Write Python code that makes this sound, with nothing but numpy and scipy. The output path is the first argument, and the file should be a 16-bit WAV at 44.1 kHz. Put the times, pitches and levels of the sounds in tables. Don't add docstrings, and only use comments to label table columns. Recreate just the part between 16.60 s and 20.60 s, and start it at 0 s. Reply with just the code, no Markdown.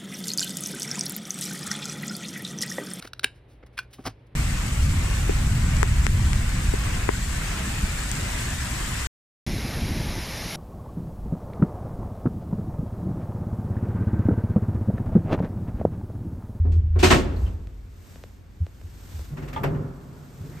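import sys
import numpy as np
from scipy import signal
from scipy.io import wavfile
from scipy.ndimage import uniform_filter1d

SR = 44100
rng = np.random.default_rng(int(sys.argv[2]) if len(sys.argv) > 2 else 0)


def materialize(psi):
    bounded = np.clip(np.atleast_2d(psi).T, -1, 1)
    quanta = np.round(bounded * 32767).astype(np.int16)
    wavfile.write(sys.argv[1], SR, quanta)


N = 176400
T = np.arange(N) / SR
BASS_HZ, TREBLE_HZ = 365, 1950
# frequency in Hz, left-right correlation from -1 to 1.
STEREO_CORRELATION = [(70, 0.4), (140, 0.78), (300, 0.69), (550, 0.28), (1000, 0.22), (2200, 0.31),
                      (4500, 0.49), (8000, 0.55), (12500, 0.22)]


def amp(db):
    return 10 ** (np.asarray(db) / 20)


def unit(x):
    return x / np.sqrt(np.mean(x ** 2) + 1e-20)


def add(out, start_s, x):
    i = int(start_s * SR)
    out[..., i:i + x.shape[-1]] += x[..., :N - i]


def in_time(rows):
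    times_s, *columns = np.transpose(rows)
    return [np.interp(T, times_s, column) for column in columns]


def at_hz(rows, hz):
    freqs_hz, values = np.transpose(rows)
    return np.interp(np.log(hz), np.log(freqs_hz), values)


def filt(x, hz, kind, order=2):
    sos = signal.butter(order, np.clip(hz, 10, .47 * SR), kind, fs=SR, output="sos")
    return signal.sosfilt(sos, x + 1e-18)


def drift(rate_hz):
    count = int(rate_hz * T[-1]) + 2
    return unit(np.interp(T * rate_hz, np.arange(count), rng.standard_normal(N)[:count]))


def bands():
    edges_hz = 28 * 2 ** (np.arange(29) / 3)
    white = rng.standard_normal((2, 2, N + 4000))
    for k, (low, high) in enumerate(zip(edges_hz, edges_hz[1:])):
        mid, side = filt(white[k % 2], [low, high], "band")[:, -N:]
        hz = np.sqrt(low * high)
        alike = at_hz(STEREO_CORRELATION, hz)
        yield hz, np.sqrt(1 + alike) * mid + np.sqrt(1 - alike) * side * [[1], [-1]]


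def noise(colour):
    return unit(sum(amp(at_hz(colour, hz)) * band for hz, band in bands()))


def shaking(resonances):
    out = 0
    for hz, width_hz, db in resonances:
        band = filt(rng.standard_normal(N + SR), [hz - width_hz / 2, hz + width_hz / 2], "band", order=1)
        out += amp(db) * unit(band[SR:])
    out = filt(out, resonances[-1][0] * 1.326, "low", order=4)
    return out / np.sqrt(uniform_filter1d(out ** 2, size=3500) + 1e-12)


def ringing(modes, base_t60_s, swell_cycles=1.44, damping_hz=2940):
    out, t = 0, T[:SR]
    for hz, db in modes:
        offset_rad = np.arccos(at_hz(STEREO_CORRELATION, hz)) / 2 * rng.choice([-1, 1])
        swell = 1 - np.exp(-t * hz / swell_cycles)
        decay = np.exp(-np.log(1000) * t / base_t60_s * np.hypot(1, hz / damping_hz))
        out += amp(db) * swell * decay * np.sin(2 * np.pi * hz * t + offset_rad * np.array([[1], [-1]]))
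    return out


def leak(power, t60_s):
    return signal.lfilter([1], [1, -np.exp(-2 * np.log(1000) / (t60_s * SR))], power + 1e-18)


def rattle(rise_s, contacts_per_s=590):
    t = T[:SR // 6] / rise_s
    chance = contacts_per_s / SR
    contacts = rng.random(len(t)) < chance
    power = (contacts + 0.19 * chance) * (t * np.exp(-t)) ** 2
    return power / power.sum()


def dense_ring(blows, colour, t60s, wet_db, dull_hz=3730):
    # frequency in Hz, T60 in seconds.
    stairwell_t60s = [(400, 1.4), (2000, 0.67), (10000, 0.6)]
    out, rattles = 0, [rattle(blow[-1]) for blow in blows]
    for hz, band in bands():
        bass, treble = 1 / (1 + (hz / BASS_HZ) ** 2), 1 / (1 + (TREBLE_HZ / hz) ** 2)
        power = np.zeros(N)
        for (start_s, db, bass_db, treble_db, _), energy in zip(blows, rattles):
            add(power, start_s, energy * amp(db + bass * bass_db + treble * treble_db) ** 2)
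        steel = leak(power, at_hz(t60s, hz))
        tail = leak(power, at_hz(stairwell_t60s, hz)) * amp(wet_db) ** 2 / (1 + (hz / dull_hz) ** 2)
        out += amp(at_hz(colour, hz)) * band * np.sqrt(steel + tail)
    return out


def struck_modes(blows, modes, base_t60_s):
    out = np.zeros((2, N))
    for start_s, db, _, treble_db, rise_s in blows:
        tilted = [(hz, mode_db + treble_db / (1 + (TREBLE_HZ / hz) ** 2)) for hz, mode_db in modes]
        add(out, start_s + rise_s * rng.uniform(0.49, 2), amp(db) * ringing(tilted, base_t60_s))
    return out


def stairwell_air(level_db=-52):
    # frequency in Hz, relative density in dB.
    colour = [(35, -16), (85, 2.5), (250, -5.5), (700, -19.5), (2000, -25), (14000, -48)]
    return amp(level_db) * noise(colour)


def sleeve(gain_db=3.5):
    # time in seconds, relative level in dB.
    levels = [(.4, -86), (.82, -52.5), (.97, -64), (1.25, -66), (1.53, -53), (1.85, -68), (2.35, -55.5),
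              (2.59, -48), (2.75, -56.5), (3.35, -62), (3.9, -54)]
    # frequency in Hz, relative density in dB.
    colour = [(150, 15), (500, 0.5), (1500, -1.5), (3000, -6.5), (7500, -6.5), (16000, -10)]
    return amp(in_time(levels)[0] + gain_db + 0.74 * drift(130)) * noise(colour)


def ticks(gain_db=-13.5, band_hz=(323, 4500), hollow_hz=525, chirp_hz=870):
    # start in seconds, relative level in dB, low-pass corner in Hz.
    events = [(1.072, -4, 2500), (1.558, -0.5, 895), (1.638, 5, 1000), (2.066, 0.5, 900),
              (2.214, -5.5, 900), (2.593, 0.5, 390)]
    clicks = np.zeros(N)
    for start_s, db, corner_hz in events:
        click = filt(signal.unit_impulse(SR // 20), corner_hz, "low", order=1)
        add(clicks, start_s, amp(db + gain_db) * np.sqrt(TREBLE_HZ / corner_hz) * click)
    hollow = filt(clicks, [hollow_hz / np.sqrt(2), hollow_hz * np.sqrt(2)], "band")
    out = filt(clicks, band_hz, "band", order=1) + amp(3.5) * hollow
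    pole = np.exp(-2 * np.pi * chirp_hz / SR)
    for _ in range(6):
        out = signal.lfilter([-pole, 1], [1, -pole], out)
    return out


def chinks():
    # start in seconds, centre in Hz, relative level in dB.
    parts = [(0.764, 4250, -51), (0.863, 2830, -49.5), (2.961, 3270, -40), (3.035, 12760, -37.5)]
    out = np.zeros((2, N))
    for start_s, hz, db in parts:
        cluster = [(hz * 2 ** (rng.normal() / 10), db) for _ in range(6)]
        add(out, start_s, ringing(cluster, base_t60_s=0.17) / 2)
    return out


def hinge_squeak(roughness=0.13):
    # time in seconds, pitch in Hz, level in dB.
    glide = [(3.8, 1278, -68), (4, 2186, -51.5)]
    hz, db = in_time(glide)
    level = (T > glide[0][0]) * amp(db + 2.9 * drift(80))
    phase = 2 * np.pi * np.cumsum(hz * (1 + roughness * drift(600))) / SR
    return level * np.sin(phase)


def door_swing(onset_s=0.025):
    # frequency in Hz, width in Hz, relative level in dB.
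    resonances = [(142, 19, 0.5), (253.4, 20, -10), (384.5, 58, -13.5)]
    # time in seconds, relative level in dB.
    shudder_levels = [(2.7, -32), (2.77, -34.5), (2.96, -40), (3.03, -28.5), (3.12, -27.5), (3.26, -32),
                      (3.34, -40), (3.77, -46.5), (3.83, -37.5), (4, -41.5)]
    rub_levels = [(2.7, -56), (3.1, -37.5), (3.45, -52), (3.55, -50.5), (3.75, -56), (3.95, -51)]
    # frequency in Hz, relative density in dB.
    rub_colour = [(200, 3), (450, 2.5), (1400, -0.5), (5000, -67)]
    pushed = np.clip((T - shudder_levels[0][0]) / onset_s, 0, 1)
    mid, side = shaking(resonances), amp(-18) * shaking(resonances)
    shudder = amp(in_time(shudder_levels)[0]) * (mid + side * [[1], [-1]])
    rub = amp(in_time(rub_levels)[0] - 2) * noise(rub_colour)
    return pushed * (shudder + rub)


def drive_hum(pitch_hz=80.78, waver=0.0094, flutter_db=2):
    # time in seconds, rms level in dB.
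    levels = [(0, -19), (.38, -20), (.47, -20.5), (.8, -88)]
    phase = 2 * np.pi * np.cumsum(pitch_hz * (1 + waver * drift(41))) / SR
    return np.sqrt(2) * amp(in_time(levels)[0] + flutter_db * drift(37)) * np.sin(phase)


def car_shake(gain_db=0.5):
    # time in seconds, relative level in dB.
    levels = [(0, -25.5), (.5, -22.5), (.65, -28), (.85, -24.5), (1, -34), (1.45, -45.5), (1.95, -48.5),
              (2.3, -43.5), (2.7, -41.5), (3.15, -35.5), (3.5, -53), (4, -47)]
    # frequency in Hz, width in Hz, relative level in dB.
    resonances = [(50, 8.9, -8), (61, 11, -14.5), (86.5, 7.9, -8)]
    return amp(in_time(levels)[0] + gain_db) * shaking(resonances)


def floor_thuds(rise_s=0.026, octave_db=-20):
    # start in seconds, peak in dB, pitch in Hz.
    thuds = [(0.511, -12.5, 63), (0.516, -17, 132), (0.805, -17.5, 71.3), (1.996, -15.5, 83.2),
             (2.226, -32, 88.6), (2.527, -27.5, 78.6), (2.578, -24.5, 68), (3.791, -30, 98.7)]
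    out, t = np.zeros(N), T[:SR // 2]
    envelope = (t / rise_s * np.exp(1 - t / rise_s)) ** 4
    for start_s, db, hz in thuds:
        boom = np.sin(2 * np.pi * hz * t) + amp(octave_db) * np.sin(4 * np.pi * hz * t)
        add(out, start_s, amp(db) * envelope * boom)
    return out


def door_catch():
    # start in seconds, relative level, bass and treble in dB, rattle rise in seconds.
    blows = [(2.714, -26, 1, -16, 0.0035), (2.768, -14, -21, 0.5, 0.00507),
             (2.817, -24.5, 25.5, 12.5, 0.0076), (2.875, -20.5, -25, 11, 0.0053),
             (2.928, -17.5, -11, 12, 0.0026), (2.96, -8.5, -4, -4, 0.00447),
             (3.033, 2.5, -7.5, -5, 0.00315), (3.141, -14, 1, -11, 0.0037)]
    # frequency in Hz, T60 in seconds.
    t60s = [(150, 0.67), (1000, 0.15), (10000, 0.16)]
    # frequency in Hz, relative level in dB.
    colour = [(60, -19), (150, -2), (450, 1.5), (750, 0.5), (1300, -2.5), (2350, -5.5), (3400, -19.5),
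              (7500, -27.5), (12000, -30.5), (16000, -34)]
    door_modes = [(151, 5), (275, -3.5), (395, 0.5), (544, -6.5)]
    spring_modes = [(875, -22), (935, -30), (1200, -28.5)]
    out = amp(-14) * dense_ring(blows, colour, t60s, wet_db=-37)
    out += amp(-32) * struck_modes(blows, door_modes, base_t60_s=0.73)
    add(out, 2.962, ringing(spring_modes, base_t60_s=0.14))
    return out


def brake_and_lock():
    # start in seconds, relative level, bass and treble in dB, rattle rise in seconds.
    blows = [(.044, -24.5, 17.5, -44, .005), (.116, -42, -7, 5, 0.0048), (.354, -13.5, -1, -40, 0.00301),
             (.385, -27, 0, 10.5, 0.009), (.425, -3.5, 2, 2, .008), (.499, 3.5, -4, -7.5, .007),
             (.86, -32.5, 15.5, -13, .005)]
    # frequency in Hz, T60 in seconds.
    t60s = [(150, 0.87), (1000, 0.2), (10000, 0.28)]
    # frequency in Hz, relative level in dB.
    colour = [(60, -4), (170, 4.5), (360, 6), (550, 1), (1100, 1.5), (2600, 1), (5000, -7), (8300, -11.5),
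              (12500, -22), (16000, -35)]
    lock_modes = [(146, 5.5), (248, 5), (376, 5.5), (632, -4.5), (728, -5.5), (1095, 0), (1291, -3),
                  (1407, -1), (1857, -1), (2088, -9), (2612, -0.5), (2790, -8)]
    brake_modes = [(368, -7), (732, -14.5), (965, -18.5), (2530, -24)]
    out = amp(-7) * dense_ring(blows, colour, t60s, wet_db=-16.5)
    out += amp(-23.5) * struck_modes(blows, lock_modes, base_t60_s=0.32)
    add(out, 0.429, ringing(brake_modes, base_t60_s=0.18))
    return out


def scene():
    lift = drive_hum() + car_shake() + floor_thuds() + brake_and_lock()
    door = door_catch() + door_swing() + hinge_squeak()
    return lift + door + chinks() + ticks() + sleeve() + stairwell_air()


def record(dry, notch_hz=(9000, 10900), cutoff_hz=14700):
    rounded = 1.2 * np.tanh(dry / 1.2)
    notched = filt(rounded, notch_hz, "stop", order=4)
    return signal.sosfilt(signal.ellip(10, .1, 90, cutoff_hz, fs=SR, output="sos"), notched)


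dry = scene()
out = record(dry)
materialize(out)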